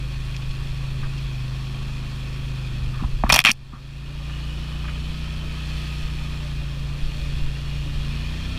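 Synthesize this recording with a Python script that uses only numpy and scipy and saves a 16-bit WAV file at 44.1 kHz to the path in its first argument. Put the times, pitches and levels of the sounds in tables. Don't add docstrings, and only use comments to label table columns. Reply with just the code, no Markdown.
import sys
import numpy as np
from scipy import signal
from scipy.fft import rfft, irfft, next_fast_len
from scipy.io import wavfile
from scipy.ndimage import uniform_filter1d, map_coordinates

SR = 44100
rng = np.random.default_rng(int(sys.argv[2]) if len(sys.argv) > 2 else 0)


def wrap_up_sound(samples):
    columns = np.atleast_2d(samples).T
    tamed = np.clip(columns, -1, 1)
    steps = np.round(tamed * 32767).astype(np.int16)
    wavfile.write(sys.argv[1], SR, steps)


N = 378378


def amp(db):
    return 10 ** (np.asarray(db) / 20)


def unit(x):
    return x / np.sqrt(np.mean(x ** 2) + 1e-20)


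def curves(rows):
    times, *columns = np.transpose(rows)
    return [np.interp(np.arange(N) / SR, times, column) for column in columns]


def wobble(rate):
    knots = rng.standard_normal(int(N * rate / SR) + 4)
    at = np.arange(0, N + 32, 32)
    return np.interp(np.arange(N), at, map_coordinates(knots, [at * rate / SR]))


def patchy(depth_db):
    spectra = signal.stft(rng.standard_normal(N + 512), nperseg=512)[2]
    patches = uniform_filter1d(rng.standard_normal(spectra.shape), size=4, axis=0)
    patches = uniform_filter1d(patches, size=10, axis=1)
    return unit(signal.istft(spectra * amp(depth_db * unit(patches)), nperseg=512)[1][:N])


def filtered(x, response):
    size = next_fast_len(len(x) + 8192)
    return irfft(rfft(x, size) * response(np.fft.rfftfreq(size, 1 / SR)), size)[:len(x)]


def colour(points):
    f, db = np.transpose(points)
    return lambda hz: amp(np.interp(np.log(hz + 1), np.log(f + 1), db))


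def peak(f, hz, width):
    return 1j * f * width / (hz * hz - f * f + 1j * f * width)


def case(f):
    # f/Hz, width/Hz, level/dB
    modes = [(682, 310, -5.5), (1190, 253, 1.5), (1796, 244, -2.5), (2498, 188, 1.5), (2782, 170, -2),
             (3260, 360, -3.5), (4420, 217, -4.5), (4815, 96, -4), (5386, 400, -5), (6440, 500, -8),
             (7180, 450, -6), (9500, 3700, -11), (14700, 2100, -17)]
    return sum((-1) ** k * amp(db) * peak(f, hz, width) for k, (hz, width, db) in enumerate(modes))


def driven(hz, load_db, cruise_db, db_per_hz, load_slope, cruise_hz=26.5):
    return amp(cruise_db + db_per_hz * (hz - cruise_hz) + load_slope * load_db)


def exhaust(cycle, hz, load_db):
    # multiple, level/dB, dB gained per dB of load
    orders = [(1, -43.5, 2.5), (2, -32, 0.13), (3, -44.5, 1.8), (4, -45, -0.3), (5, -31.5, 0.2),
              (6, -40, 0.26), (7, -49.5, 0), (8, -51, 2), (9, -59, .6), (10, -54.5, 0), (11, -61.5, .2),
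              (12, -62, 0.5), (13, -62.5, -.2), (14, -57.5, .2), (16, -66, -1.5)]
    # f/Hz, gain/dB
    pipe = [(50, -0.7), (64, 2), (80, -3.5), (97, 1.5), (130, 1.25), (155, -3.5), (182, -8), (210, -0.9),
            (250, 0.3), (270, 1.1), (305, -0.5), (370, -1.1), (420, -11.5), (450, -1.5)]
    hum = np.zeros(N)
    for k, db, load_slope in orders:
        sway_db = 0.2 * k ** 0.74 * wobble(7) + 0.9 * wobble(1.5)
        tone = np.sin(k * cycle + rng.uniform(0, 2 * np.pi) + 0.026 * k * wobble(9.8))
        hum += amp(db + load_slope * load_db + sway_db) * colour(pipe)(k * hz) * tone
    return np.sqrt(2) * hum


def whines(cycle, gear_order=42, hoot_order=20, mesh_order=100.5):
    # t/s, gear whine/dB, hoot/dB, high mesh whine/dB
    levels = [(0, -59, -62, -61), (.85, -57, -73, -65), (1.2, -67, -67, -58), (1.6, -56.5, -79, -62),
              (2.4, -62, -61, -61), (2.8, -71, -64.5, -57), (3.7, -73, -62.5, -65),
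              (4.3, -53.5, -56.5, -47.5), (4.6, -61, -69, -48.5), (5.7, -53, -62, -51),
              (6.1, -55, -67, -53), (6.5, -60, -56.5, -61), (7.2, -60, -58, -54), (7.8, -70, -56, -49.5),
              (8.1, -59, -58, -50), (8.3, -70, -64, -52), (8.58, -54, -52, -44)]
    gear_db, hoot_db, mesh_db = curves(levels)
    gear = amp(gear_db) * (1 + 0.23 * wobble(35)) * np.sin(gear_order * cycle + 0.83 * wobble(22))
    hoot = amp(hoot_db) * (0.15 + wobble(25)) * np.sin(hoot_order * cycle + 2.5 * wobble(25))
    mesh = amp(mesh_db) * wobble(140) * np.sin(mesh_order * cycle + 1.3 * wobble(90))
    return np.sqrt(2) * (gear + hoot + mesh)


def wind():
    # f/Hz, relative level/dB
    spectrum = [(5, -11.5), (15, 3.5), (35, -2.5), (70, -7.5), (110, -17), (250, -22.5), (400, -39.5),
                (700, -43), (1200, -120)]
    # t/s, level/dB
    gusts = [(0, -36), (1.05, -30.5), (1.3, -42), (1.7, -33.5), (2.2, -35), (2.4, -33), (2.6, -38),
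             (2.9, -29.5), (4.7, -38), (5.12, -36), (5.44, -32), (5.81, -37.5), (6.25, -31.5), (6.45, -39),
             (6.9, -33.5), (7.22, -29), (7.68, -32), (8, -30), (8.58, -35.5)]
    flutter = amp(2.3 * wobble(7.7))
    return amp(curves(gusts)[0]) * unit(filtered(flutter * rng.standard_normal(N), colour(spectrum)))


def engine_roar(cycle, hz, load_db):
    # f/Hz, relative level/dB
    spectrum = [(180, -32), (300, 0.5), (366, 0), (398, -3), (570, -4.5), (782, -6.5), (1140, -2.5),
                (1800, -9), (2040, -44), (2200, -19.5), (2860, -33), (4840, -120)]
    throb_db = 1.1 * np.sin(cycle) + 0.59 * wobble(30)
    roar = unit(filtered(amp(throb_db) * patchy(depth_db=0.5), colour(spectrum)))
    return roar * driven(hz, load_db, cruise_db=-48, db_per_hz=0.24, load_slope=0.17)


def engine_clatter(cycle, hz, load_db):
    # f/Hz, relative level/dB
    metal_band = [(900, -43), (1800, -10.5), (4000, -5.5), (5500, -15.5), (7000, -23), (9000, -40),
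                  (12000, -91)]
    # f/Hz, relative level/dB
    hiss_band = [(3000, -35), (5500, -5), (8000, 0.5), (11000, -4), (12200, -6.5), (14000, -2.5),
                 (15200, -2), (15400, -70)]
    # t/s, gain/dB
    swell = [(0, 0.7), (1.2, -0.1), (1.5, 0), (2.9, -.4), (4.7, -0.8), (5.45, -.2), (5.8, 3), (6.1, 0.7),
             (6.9, -0.5), (7.2, 1.9), (7.7, 0.5), (8.15, 1), (8.58, 0.5)]
    grit = (rng.random(N) < 600 / SR) * rng.standard_normal(N) * 4
    valves = np.diff(np.floor(cycle / np.pi * 2), prepend=0) * rng.normal(1, 0.23, N) * 9
    beat = amp(0.45 * np.sin(2 * cycle) + 0.35 * wobble(45))
    clatter = beat * patchy(depth_db=1.52) + grit + valves
    clatter = unit(filtered(clatter, lambda f: colour(metal_band)(f) * case(f)))
    clatter *= driven(hz, load_db, cruise_db=-43.5, db_per_hz=0.37, load_slope=0.22)
    hiss = beat * rng.standard_normal(N) + 0.42 * grit
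    hiss = unit(filtered(hiss, lambda f: colour(hiss_band)(f) * case(f)))
    hiss *= driven(hz, load_db, cruise_db=-58, db_per_hz=0.23, load_slope=0.071)
    return amp(curves(swell)[0]) * (clatter + hiss)


def leaves():
    # t/s, level/dB, length/s, centre f/Hz
    brushes = [(0.342, -35, 0.011, 2540), (.3645, -25, 0.0012, 4000), (0.419, -36.5, .01, 2900),
               (0.508, -34, 0.0071, 3100), (1.012, -39.5, 0.0075, 2787), (1.029, -35.5, 0.023, 1410),
               (1.175, -42, 0.018, 4000), (1.823, -43, 0.0078, 4014), (2.931, -41.5, 0.048, 1310),
               (2.989, -37.5, 0.036, 1170), (3.033, -30, 0.0088, 780), (3.042, -35, 0.01, 1200),
               (3.236, -6, 0.0015, 800), (3.243, -30, 0.014, 940), (3.26, -28, 0.017, 1250),
               (3.72, -34, 0.052, 1136), (4.293, -43, 0.011, 1490), (4.841, -36, 0.018, 1298),
               (4.88, -33.5, 0.02, 1800), (7.562, -40, 0.0081, 1511)]
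    out = np.zeros(N + SR)
    t = np.arange(SR // 8) / SR
    for start, db, length, hz in brushes:
        shape = (t / length) ** 0.19 * np.exp(-(t / length) ** 2)
        noise = shape * rng.standard_normal(len(t))
        puff = filtered(noise, lambda f: peak(f, hz, 1.05 * hz) ** 3 * case(f))
        out[round(start * SR):][:len(t)] += amp(db) * unit(puff) * np.sqrt(np.mean(shape ** 2))
    return out[:N]


def jolts():
    # t/s, peak level/dB, f/Hz
    bumps = [(0.501, -22, 37), (.62, -27, 26), (1.06, -21.5, 38), (1.25, -22, 42), (3.052, -16.5, 59),
             (3.14, -15, 30.4), (3.2, -22, 35.2), (3.246, -14.5, 51.4), (3.271, -19.5, 35),
             (3.33, -13.5, 45), (4.75, -25, 30.3), (6.04, -20, 35), (6.92, -23.5, 28), (7.04, -15, 20),
             (7.3, -32, 24.5), (7.43, -16.5, 14), (7.84, -25, 24.6), (7.971, -17.5, 30)]
    out = np.zeros(N + SR)
    for at, db, hz in bumps:
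        cycles = np.arange(-0.8, 2.5, hz / SR)
        shape = np.exp(-(cycles / np.where(cycles < 0, 0.35, 0.9)) ** 2)
        swing = shape * np.cos(2 * np.pi * cycles + 0.21)
        out[round((at - 0.8 / hz) * SR):][:len(swing)] += amp(db) * swing
    return out[:N]


def helmet_thuds(scatter_db=2.5):
    # t/s, level/dB, tilt/dB from each mode to the next higher
    blows = [(3.024, -14, 0.5), (3.041, -19, -2.5), (3.24, -10, -0.3), (3.289, -20, -0.5),
             (3.304, -22, -1.5), (3.325, -18, -6.5), (3.342, -16.5, 0), (3.366, -19, 7), (3.39, -17, -4),
             (3.448, -6, 3.5), (3.491, -5.5, 6.5), (3.733, -17.5, 1.5)]
    # f/Hz, level/dB, t60/s
    modes = [(157.5, -1.5, 0.056), (192.5, -3, 0.046), (223, -5, 0.073), (265, -13.5, 0.03985)]
    out = np.zeros(N + SR)
    t = np.arange(SR // 4) / SR
    onset = (1 - np.exp(-t / 0.0023)) ** 2
    for start, db, tilt_db in blows:
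        for k, (hz, mode_db, t60) in enumerate(modes):
            struck_db = db + mode_db + tilt_db * (k - (len(modes) - 1) / 2) + rng.normal(0, scatter_db)
            ring = amp(struck_db - 60 * t / t60) * np.sin(2 * np.pi * hz * t)
            out[round(start * SR):][:len(t)] += onset * ring
    return out[:N]


def rasp(force, hz, dull_db, bright_db):
    # f/Hz, width/Hz, level/dB
    contact_modes = [(2260, 500, -5.5), (5724, 410, 3.5), (9200, 500, -4), (14000, 3800, 0)]
    wall = lambda f: case(f) * (1 + sum(amp(db) * peak(f, c, w) for c, w, db in contact_modes))
    out = np.zeros(len(force))
    for centre, width, db in [(720, 900, dull_db), (hz, 0.88 * hz, 0), (9500, 11000, bright_db)]:
        friction = force * rng.standard_normal(len(force))
        out += amp(db) * unit(filtered(friction, lambda f: wall(f) * peak(f, centre, width) ** 2))
    return np.sqrt(np.mean(force ** 2)) * out


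def branch_slips(thin_end_s=3.38, snap_db=1.5, snap_t60=0.0024):
    # t/s, level/dB, t60/s, centre f/Hz, bright band/dB re the middle band
    slips = [(3.293, -17, .02, 3000, -9.5), (3.299, -4, 0.026, 2340, -22.5),
             (3.306, -13, 0.02, 2300, -19.5), (3.323, -3.5, 0.026, 4060, -16),
             (3.329, -11.5, .014, 5000, -6), (3.341, -5, 0.013, 5000, -7), (3.344, -8.5, 0.015, 4960, -7.5),
             (3.351, -8.5, .012, 4000, -19), (3.36, -3.5, .016, 3040, -5), (3.365, -5.5, .016, 3000, -12),
             (3.39, 8, 0.0077, 2800, -12), (3.402, -5, .012, 3000, -15), (3.404, -22, .011, 2800, -17),
             (3.416, -13, 0.012, 3000, -25), (3.44, -5.5, 0.013, 2800, -9), (3.449, 11, 0.013, 2440, -29),
             (3.458, 6.5, 0.011, 2770, -21), (3.466, 6, .031, 2400, -32), (3.475, 3, 0.026, 2390, -27),
             (3.481, -3.5, 0.016, 2500, -26), (3.485, 2, 0.029, 2430, -28), (3.493, 1, 0.017, 2480, -28.5),
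             (3.502, 2, 0.022, 2500, -25), (3.51, 0.5, 0.0063, 2600, -21), (3.515, 0.5, 0.008, 5470, -12)]
    out = np.zeros(N + SR)
    t = np.arange(SR // 16) / SR
    for start, db, t60, hz, bright_db in slips:
        body = np.minimum(t / (0.066 * t60), 1) * amp(db - 60 * t / t60)
        snap = amp(db + snap_db - 60 * t / snap_t60)
        dull_db = -5 if start < thin_end_s else -25.5
        out[round(start * SR):][:len(t)] += rasp(body + snap, hz, dull_db, bright_db)
    return out[:N]


def bark_drag(attack_s=0.0067, release_s=0.008):
    # t/s, length/s, level/dB, bright band/dB re the middle band
    strokes = [(3.29, 0.037, -24, -24), (3.331, .079, -19.5, -16), (3.447, .05, -14, -29),
               (3.499, 0.034, -36.5, 0.5)]
    out = np.zeros(N + SR)
    t = np.arange(SR // 8) / SR
    for start, length, db, bright_db in strokes:
        press = np.clip(np.minimum(t / attack_s, 1 + (length - t) / release_s), 0, 1)
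        force = press * amp(db + 3 * wobble(245)[:len(t)])
        out[round(start * SR):][:len(t)] += rasp(force, hz=2540, dull_db=-6, bright_db=bright_db)
    return out[:N]


def scene():
    # t/s, cycle f/Hz (half the crank speed), load/dB over cruising
    revs = [(0, 26.2, -4), (.48, 26.4, -4.5), (.81, 27.13, -3), (.95, 26.64, -2.5), (1.22, 27.07, 0.5),
            (1.38, 25.71, 1), (1.82, 26.73, 1.7), (2.18, 26.02, 2.2), (2.41, 26.94, 0.8), (2.55, 26.1, 0),
            (2.82, 25.4, 3), (3.11, 26.16, -7.5), (3.41, 25.66, -4), (3.56, 26.76, -4), (3.75, 26.55, -2),
            (4.18, 28.7, -0.5), (4.44, 28.85, -1), (4.58, 29.69, -0.5), (4.78, 29.54, .9),
            (5.15, 30.53, .9), (5.66, 30.35, .3), (5.95, 29.78, -0.5), (6.35, 29.54, 2.3),
            (6.65, 28.03, -0.5), (6.86, 28.06, -2), (6.98, 28.61, -1.5), (7.17, 28.9, -5),
            (7.5, 27.6, -2.5), (7.62, 28.38, -2.5), (7.91, 28.37, 0.5), (8.1, 28.15, 5), (8.43, 31.78, 3),
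            (8.58, 32, 5.5)]
    hz, load_db = curves(revs)
    cycle = 2 * np.pi * np.cumsum(hz) / SR
    ride = exhaust(cycle, hz, load_db) + whines(cycle) + wind()
    ride += engine_roar(cycle, hz, load_db) + engine_clatter(cycle, hz, load_db)
    return (ride + leaves() + jolts() + helmet_thuds() + branch_slips() + bark_drag())[None]


def record(dry):
    threshold_db, duck_slope, max_duck_db, recover_db_per_s = -17, 1.6, 11, 14.5
    top_hz = 16500
    power = uniform_filter1d(dry[0] ** 2, size=2048, origin=1023)
    level_db = 10 * np.log10(np.abs(power) + 1e-12)
    need_db = np.clip(duck_slope * (level_db - threshold_db), 0, max_duck_db)
    recovery_db = recover_db_per_s * np.arange(N) / SR
    duck_db = np.maximum.accumulate(need_db + recovery_db) - recovery_db
    duck_db = uniform_filter1d(duck_db, size=4096, origin=2047)
    ducked = dry[0] * amp(-duck_db)
    clipped = ducked / (1 + np.abs(ducked) ** 6) ** (1 / 6)
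    return filtered(clipped, lambda hz: hz < top_hz)[None]


dry = scene()
out = record(dry)
wrap_up_sound(out)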